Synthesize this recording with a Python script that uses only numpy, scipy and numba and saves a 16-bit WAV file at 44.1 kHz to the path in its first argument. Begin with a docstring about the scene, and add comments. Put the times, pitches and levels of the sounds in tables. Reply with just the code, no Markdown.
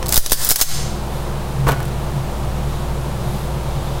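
"""Ventilation hums in the booth of an indoor range. A pump-action shotgun is racked twice: steel parts
clack in quick clusters, the forend (the sliding grip) scrapes, the bolt thuds and the hall rings on.
Automatic gain control turns the sound down at loud clacks, then lets the room swell back.
A jacket rustles, the gun is set down on the bench with a few knocks and a rattle, and the jacket
brushes softly three more times over the hum."""
import sys
import numpy as np
from scipy import signal
from scipy.fft import rfft, irfft, next_fast_len
from scipy.io import wavfile
from scipy.ndimage import map_coordinates
from numba import njit

SR = 44100
rng = np.random.default_rng(int(sys.argv[2]) if len(sys.argv) > 2 else 0)


def transcribe(signal):
    """Save signal, clipped to [-1, 1], as a 16-bit WAV file at the path in sys.argv[1]."""
    frames = np.atleast_2d(signal).T
    limited = np.clip(frames, -1, 1)
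    pcm = np.round(limited * 32767).astype(np.int16)
    wavfile.write(sys.argv[1], SR, pcm)


N = 176400  # 4 seconds

# tone of the rushing air: (frequency [Hz], level [dB])
AIR_TONE = [(20, 6), (40, -9.5), (75, 2), (110, -5), (165, -2), (205, 2.5), (240, -8), (330, -8.5),
            (530, -5), (750, -7.5), (950, -8), (1350, -15), (1900, -21), (2700, -22.5), (3800, -23.5),
            (5500, -28), (10000, -29.5), (15500, -35)]
# the fan's hum: (multiple of its turning rate, level [dB])
FAN_HUM = [(1, -29.5), (3, -26.5), (5, -40), (18, -39)]
# steel hitting steel inside the gun: (time [s], level [dB], treble tilt [dB per octave])
CLACK_HITS = [(0.027, -17, -11.5), (0.0592, -20.5, -4), (0.066, -20.5, 1), (0.0828, -17, 2),
              (0.0903, -11, 4.5), (.1238, -4.5, -1), (.133, -10.5, -4), (0.1418, -3.5, 0.5),
              (0.158, -0.5, 1.5), (0.1664, 1, -2.5), (.176, 12.5, 1), (.261, -1.5, -2.5), (0.2967, -5.5, 2),
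              (.309, -6.5, 1), (0.3178, 3, 7), (.3205, 10, -1), (.329, 11, 1), (.4472, -1.5, 11),
              (.4673, -12, 5), (0.4896, 5, 5), (0.4982, 3.5, -1), (.506, 10, 0), (.514, 9.5, 0),
              (.521, 3.5, 4), (.5582, 7, 0), (0.5882, -2, 5), (0.593, -3, -4), (.602, 0, -3),
              (.6122, 12, 0), (0.6143, 12.5, -2), (.621, 11.5, 1.5)]
# tone of a clack: (frequency [Hz], level [dB])
CLACK_TONE = [(100, -7), (300, -8.5), (1000, -6), (1750, -5.5), (2500, -9), (3700, 0), (5800, 1),
              (8000, 1.5), (11000, -0.5), (15500, 1)]
# ringing barrel, receiver (the gun's body) and magazine tube: (frequency [Hz], level [dB], fade time [s])
STEEL_NOTES = [(1104, -10, .12), (1480, -12, .15), (4549, -4, .2), (5003, 2, .17), (5139, 3, .17),
               (5372, 0, .15), (5462, -1, .15), (5860, -1, .15), (6189, 0, .13), (6357, -2, .15),
               (10825, -3, .18), (11430, -3, .12), (12431, -2, .2), (13105, -1, .2)]
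# how long the hall rings: (frequency [Hz], fade time [s])
HALL_FADES = [(200, 0.32), (1500, 0.71), (4000, 0.65), (8000, 0.55), (12000, 0.42), (16000, 0.25)]
# the forend sliding on its tube: (start [s], end [s], level [dB])
SLIDE_STROKES = [(0.098, 0.17, -28.5), (0.37, 0.486, -15), (0.582, .62, -8.5)]
# tone of the scraping: (frequency [Hz], level [dB])
SLIDE_TONE = [(200, -26), (700, -5.5), (1700, -6), (2600, -11), (4000, -4), (8000, -2.5), (15500, -6)]
# the bolt slamming into its end stops: (time [s], level [dB])
BOLT_HITS = [(.177, 2), (0.3205, 10.5), (0.5142, 5.5), (0.6138, 8.5)]
# tone of a thud: (frequency [Hz], level [dB])
THUD_TONE = [(60, 12), (350, 0.5), (1000, -3), (2200, -5), (5000, -26)]
# the jacket brushing: (middle time [s], half length [s], level [dB], treble tilt [dB per octave])
CLOTH_SWELLS = [(1.17, 0.069, -44, 5), (2.74, 0.071, -44, 0), (3.36, 0.11, -41.5, 5),
                (3.903, 0.2, -41, -2.5)]
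# tone of the cloth: (frequency [Hz], level [dB])
CLOTH_TONE = [(1000, -2), (2400, -10), (3600, 4), (5000, -6), (9000, -11), (12000, -8.5), (15500, -23)]
# the gun meeting the bench: (time [s], knock level [dB], rattle level [dB])
BENCH_HITS = [(1.668, -13.5, -34), (1.6742, -15.5, -40), (1.680, -15, -18), (1.687, -12, -13.5),
              (1.693, -14, -19), (1.697, -16, -32), (1.709, -22, -22), (1.718, -17, -18.5),
              (1.7265, -17.5, -30), (1.802, -22.5, -28), (1.828, -40, -27), (1.853, -47, -26.5),
              (1.879, -49, -31)]
# tone of a knock: (frequency [Hz], level [dB])
KNOCK_TONE = [(60, -5), (230, -2), (500, -1), (1050, 0.5), (1650, -7.5), (2600, -14), (4000, -22),
              (12000, -31)]
# the ringing bench: (frequency [Hz], level [dB], fade time [s])
BENCH_NOTES = [(272, 1, 0.15), (468, 2, 0.11), (902, 2, 0.084), (1120, 2.5, 0.1), (1476, 2.5, 0.12)]
# tone of the loose parts rattling: (frequency [Hz], level [dB])
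RATTLE_TONE = [(500, -13), (2000, 2), (6000, -3.5), (10000, -2.5), (15500, -2.5)]

# A fade time, or T60, is the seconds a sound takes to fall by 60 dB.
AIR_DB, TOP_HZ = -27, 15850
DUCT_HZ, DUCT_WIDTH_HZ, DUCT_DB, DUCT_THROB_DB, DUCT_THROB_PER_S = 135.6, 14.6, -25.5, 2, 9
FAN_HZ, FAN_DRIFT_HZ, FAN_WAVER_DB = 19.6, 0.042, 1.1
CLACK_ATTACK_S, CLACK_HOLD_S, CLACK_T60, STEEL_RING_DB = 0.00077, 0.0011, 0.014, -30.5
CHATTER_DB, CHATTER_T60, CHATTER_GROWTH = -9.5, 0.072, 0.43  # growth: extra dB for each dB of the hit
RIPPLE_DB, RIPPLE_STEP_HZ = 2.5, 440
HALL_DB, HALL_BUILD_S = -13, 0.0096
SLIDE_EDGE_S, SLIDE_GRAIN_DB = 0.012, -0.5
THUD_T60, RECEIVER_HZ, RECEIVER_DB, RECEIVER_T60 = 0.0094, [770, 1780, 2134], -19, 0.037
LANDING_S, LANDING_HZ, LANDING_DB, LANDING_T60 = 1.668, 43.8, -10, 0.15
KNOCK_ATTACK_S, KNOCK_T60, BENCH_RING_DB, RATTLE_T60 = 0.00072, 0.062, -15.5, 0.023
CEILING, GAIN_ATTACK_S, GAIN_HOLD_S, GAIN_RELEASE_S = 0.76, 0.00015, 0.034, 0.074
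GAIN_WINDOW_DB = 7  # peaks this close under the ceiling keep the volume from coming back
THUMP_PER_DB, THUMP_HZ = 0.04, 5.6


def amp(db):
    """Turn decibels into a number to multiply by."""
    return 10 ** (np.asarray(db) / 20)


def unit(x):
    """Scale a sound to an average power of 1."""
    return x / np.sqrt(np.mean(x ** 2) + 1e-20)


def along(points, hz):
    """Read between the rows of a (frequency, value) table on a log scale."""
    freqs, values = np.transpose(points)
    return np.interp(np.log(hz + 1), np.log(freqs + 1), values)


def filtered(x, response):
    """Multiply each frequency in a sound by response(hz)."""
    size = next_fast_len(len(x) + SR // 4)
    return irfft(rfft(x, size) * response(np.fft.rfftfreq(size, 1 / SR)), size)[:len(x)]


def noise(tone, size, tilt_db=0):
    """Noise with the given tone; a positive tilt makes it brighter."""
    gain = lambda hz: amp(along(tone, hz) + tilt_db * np.log2(1 + hz / 2000)) * (hz < TOP_HZ)
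    return unit(filtered(rng.standard_normal(size), gain))


def wobble(rate):
    """A smooth curve through `rate` random values a second."""
    return map_coordinates(rng.standard_normal(int(N * rate / SR) + 4), [np.arange(N) * rate / SR])


def fade(t, t60):
    """Die away by 60 dB every t60 seconds."""
    return np.exp(-np.log(1000) * t / t60)


def ring(notes, t):
    """The fading notes of a struck object, a little different at every hit."""
    return sum(amp(db + 2 * rng.standard_normal()) * fade(t, t60)
               * np.sin(2 * np.pi * (hz * t + rng.random())) for hz, db, t60 in notes)


def add(track, s, sound):
    """Mix a sound in, starting at s seconds."""
    part = track[round(s * SR):][:len(sound)]
    part += sound[:len(part)]


def ventilation():
    """Air rushes, a duct booms around one low note and a slightly unsteady fan hums."""
    duct = unit(filtered(rng.standard_normal(N), lambda hz: 1 / (1 + ((hz - DUCT_HZ) / DUCT_WIDTH_HZ) ** 2)))
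    air = amp(AIR_DB) * noise(AIR_TONE, N)
    throb = amp(DUCT_THROB_DB * wobble(DUCT_THROB_PER_S))
    out = air + amp(DUCT_DB) * unit(duct * throb)
    turns = np.cumsum(FAN_HZ + FAN_DRIFT_HZ * wobble(4.58)) / SR
    for multiple, db in FAN_HUM:
        level = np.sqrt(2) * amp(db + FAN_WAVER_DB * wobble(7.6))
        out += level * np.sin(2 * np.pi * (multiple * turns + rng.random()))
    return out


def steel_clacks():
    """Steel cracks and rings faintly at each hit; harder hits set loose parts chattering."""
    direct, all_round, t = np.zeros(N), np.zeros(N), np.arange(SR // 4) / SR
    crack = fade(np.maximum(t - CLACK_HOLD_S, 0), CLACK_T60)
    for s, db, tilt in CLACK_HITS:
        chatter = amp(CHATTER_DB + CHATTER_GROWTH * db) * fade(t, CHATTER_T60)
        shape = np.hypot(crack, chatter) * (1 - np.exp(-t / CLACK_ATTACK_S))
        burst = shape * noise(CLACK_TONE, len(t), tilt)
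        clack = amp(db) * (burst + amp(STEEL_RING_DB) * ring(STEEL_NOTES, t))
        add(all_round, s, clack)
        add(direct, s, aimed(clack))
    return direct, all_round


def aimed(sound):
    """Each hit sends its sound toward the microphone differently, giving random peaks and dips in tone."""
    ripple_db = RIPPLE_DB * rng.standard_normal(128)
    return filtered(sound, lambda hz: amp(np.interp(hz / RIPPLE_STEP_HZ, np.arange(128), ripple_db)))


def hall(x):
    """The range's echo builds up quickly, then fades; the middle pitches last longest."""
    hz, t, bands = signal.stft(rng.standard_normal(SR), SR, nperseg=256)
    bands = bands * fade(t, along(HALL_FADES, hz)[:, None]) * (1 - np.exp(-t / HALL_BUILD_S))
    tail = signal.istft(bands, SR, nperseg=256)[1]
    return signal.fftconvolve(x, tail / np.linalg.norm(tail))[:N]


def forend_scrape():
    """The grip makes a grainy scrape while it slides along its tube."""
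    t = np.arange(N) / SR
    strokes = sum(amp(db) * np.clip(np.minimum(t - start, end - t) / SLIDE_EDGE_S + .5, 0, 1)
                  for start, end, db in SLIDE_STROKES)
    return strokes * unit(noise(SLIDE_TONE, N) * amp(SLIDE_GRAIN_DB * wobble(400)))


def bolt_thuds():
    """The bolt stops with a dull thud at either end of its travel, and the hollow receiver rings."""
    out, t = np.zeros(N), np.arange(SR // 10) / SR
    for s, db in BOLT_HITS:
        hollow = ring([(hz, RECEIVER_DB, RECEIVER_T60) for hz in RECEIVER_HZ], t)
        thud = fade(t, THUD_T60) * noise(THUD_TONE, len(t))
        add(out, s, amp(db) * (thud + hollow))
    return out


def jacket_rustle():
    """Cloth rubs in soft swells as the shooter moves."""
    t = np.arange(N) / SR
    return sum(amp(db) * np.exp(-.5 * ((t - s) / width) ** 2) * noise(CLOTH_TONE, N, tilt)
               for s, width, db, tilt in CLOTH_SWELLS)


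def set_down():
    """The gun's weight rocks the bench; it knocks a few times while its loose parts rattle and settle."""
    out, t = np.zeros(N), np.arange(SR // 3) / SR
    rocking = amp(LANDING_DB) * fade(t, LANDING_T60) * np.sin(2 * np.pi * LANDING_HZ * t)
    add(out, LANDING_S, rocking)
    onset = 1 - np.exp(-t / KNOCK_ATTACK_S)
    for s, knock_db, rattle_db in BENCH_HITS:
        knock = fade(t, KNOCK_T60) * noise(KNOCK_TONE, len(t)) + amp(BENCH_RING_DB) * ring(BENCH_NOTES, t)
        rattle = fade(t, RATTLE_T60) * noise(RATTLE_TONE, len(t))
        add(out, s, (amp(knock_db) * knock + amp(rattle_db) * rattle) * onset)
    return out


def scene():
    """The gun close by, with the hall's echo, over the ventilation."""
    direct, all_round = steel_clacks()
    handling = bolt_thuds() + forend_scrape() + set_down()
    echo = amp(HALL_DB) * hall(all_round + handling)
    return (direct + handling + echo + jacket_rustle() + ventilation())[None]


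@njit
def ducking(excess_db, attack, hold, release, window_db):
    """How many dB to turn the sound down: grab fast, hold, then let go (times in samples)."""
    out, cut, wait = np.zeros(len(excess_db)), 0., 0.
    for i in range(len(excess_db)):
        if excess_db[i] > cut:
            cut += (excess_db[i] - cut) * (1 - np.exp(-1 / attack))
        if excess_db[i] > cut - window_db:
            wait = hold
        elif wait > 0:
            wait -= 1
        else:
            cut -= cut / release
        out[i] = cut
    return out


def record(dry):
    """Gain control ducks loud hits with a deep thump; peaks are rounded and the top treble is cut."""
    x = dry[0]
    excess_db = 20 * np.log10(np.abs(x) / CEILING + 1e-9)
    cut_db = ducking(excess_db, GAIN_ATTACK_S * SR, GAIN_HOLD_S * SR, GAIN_RELEASE_S * SR, GAIN_WINDOW_DB)
    # the volume's own movement leaks into the sound, mostly between THUMP_HZ and 120 Hz
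    thump = THUMP_PER_DB * filtered(cut_db, lambda hz: 1j * hz / (THUMP_HZ + 1j * hz) / (1 + 1j * hz / 120))
    ducked = x * amp(-cut_db) + thump
    rounded = ducked / (1 + np.abs(ducked / CEILING) ** 6) ** (1 / 6)
    return filtered(rounded, lambda hz: hz < TOP_HZ)[None]


dry = scene()
out = record(dry)
transcribe(out)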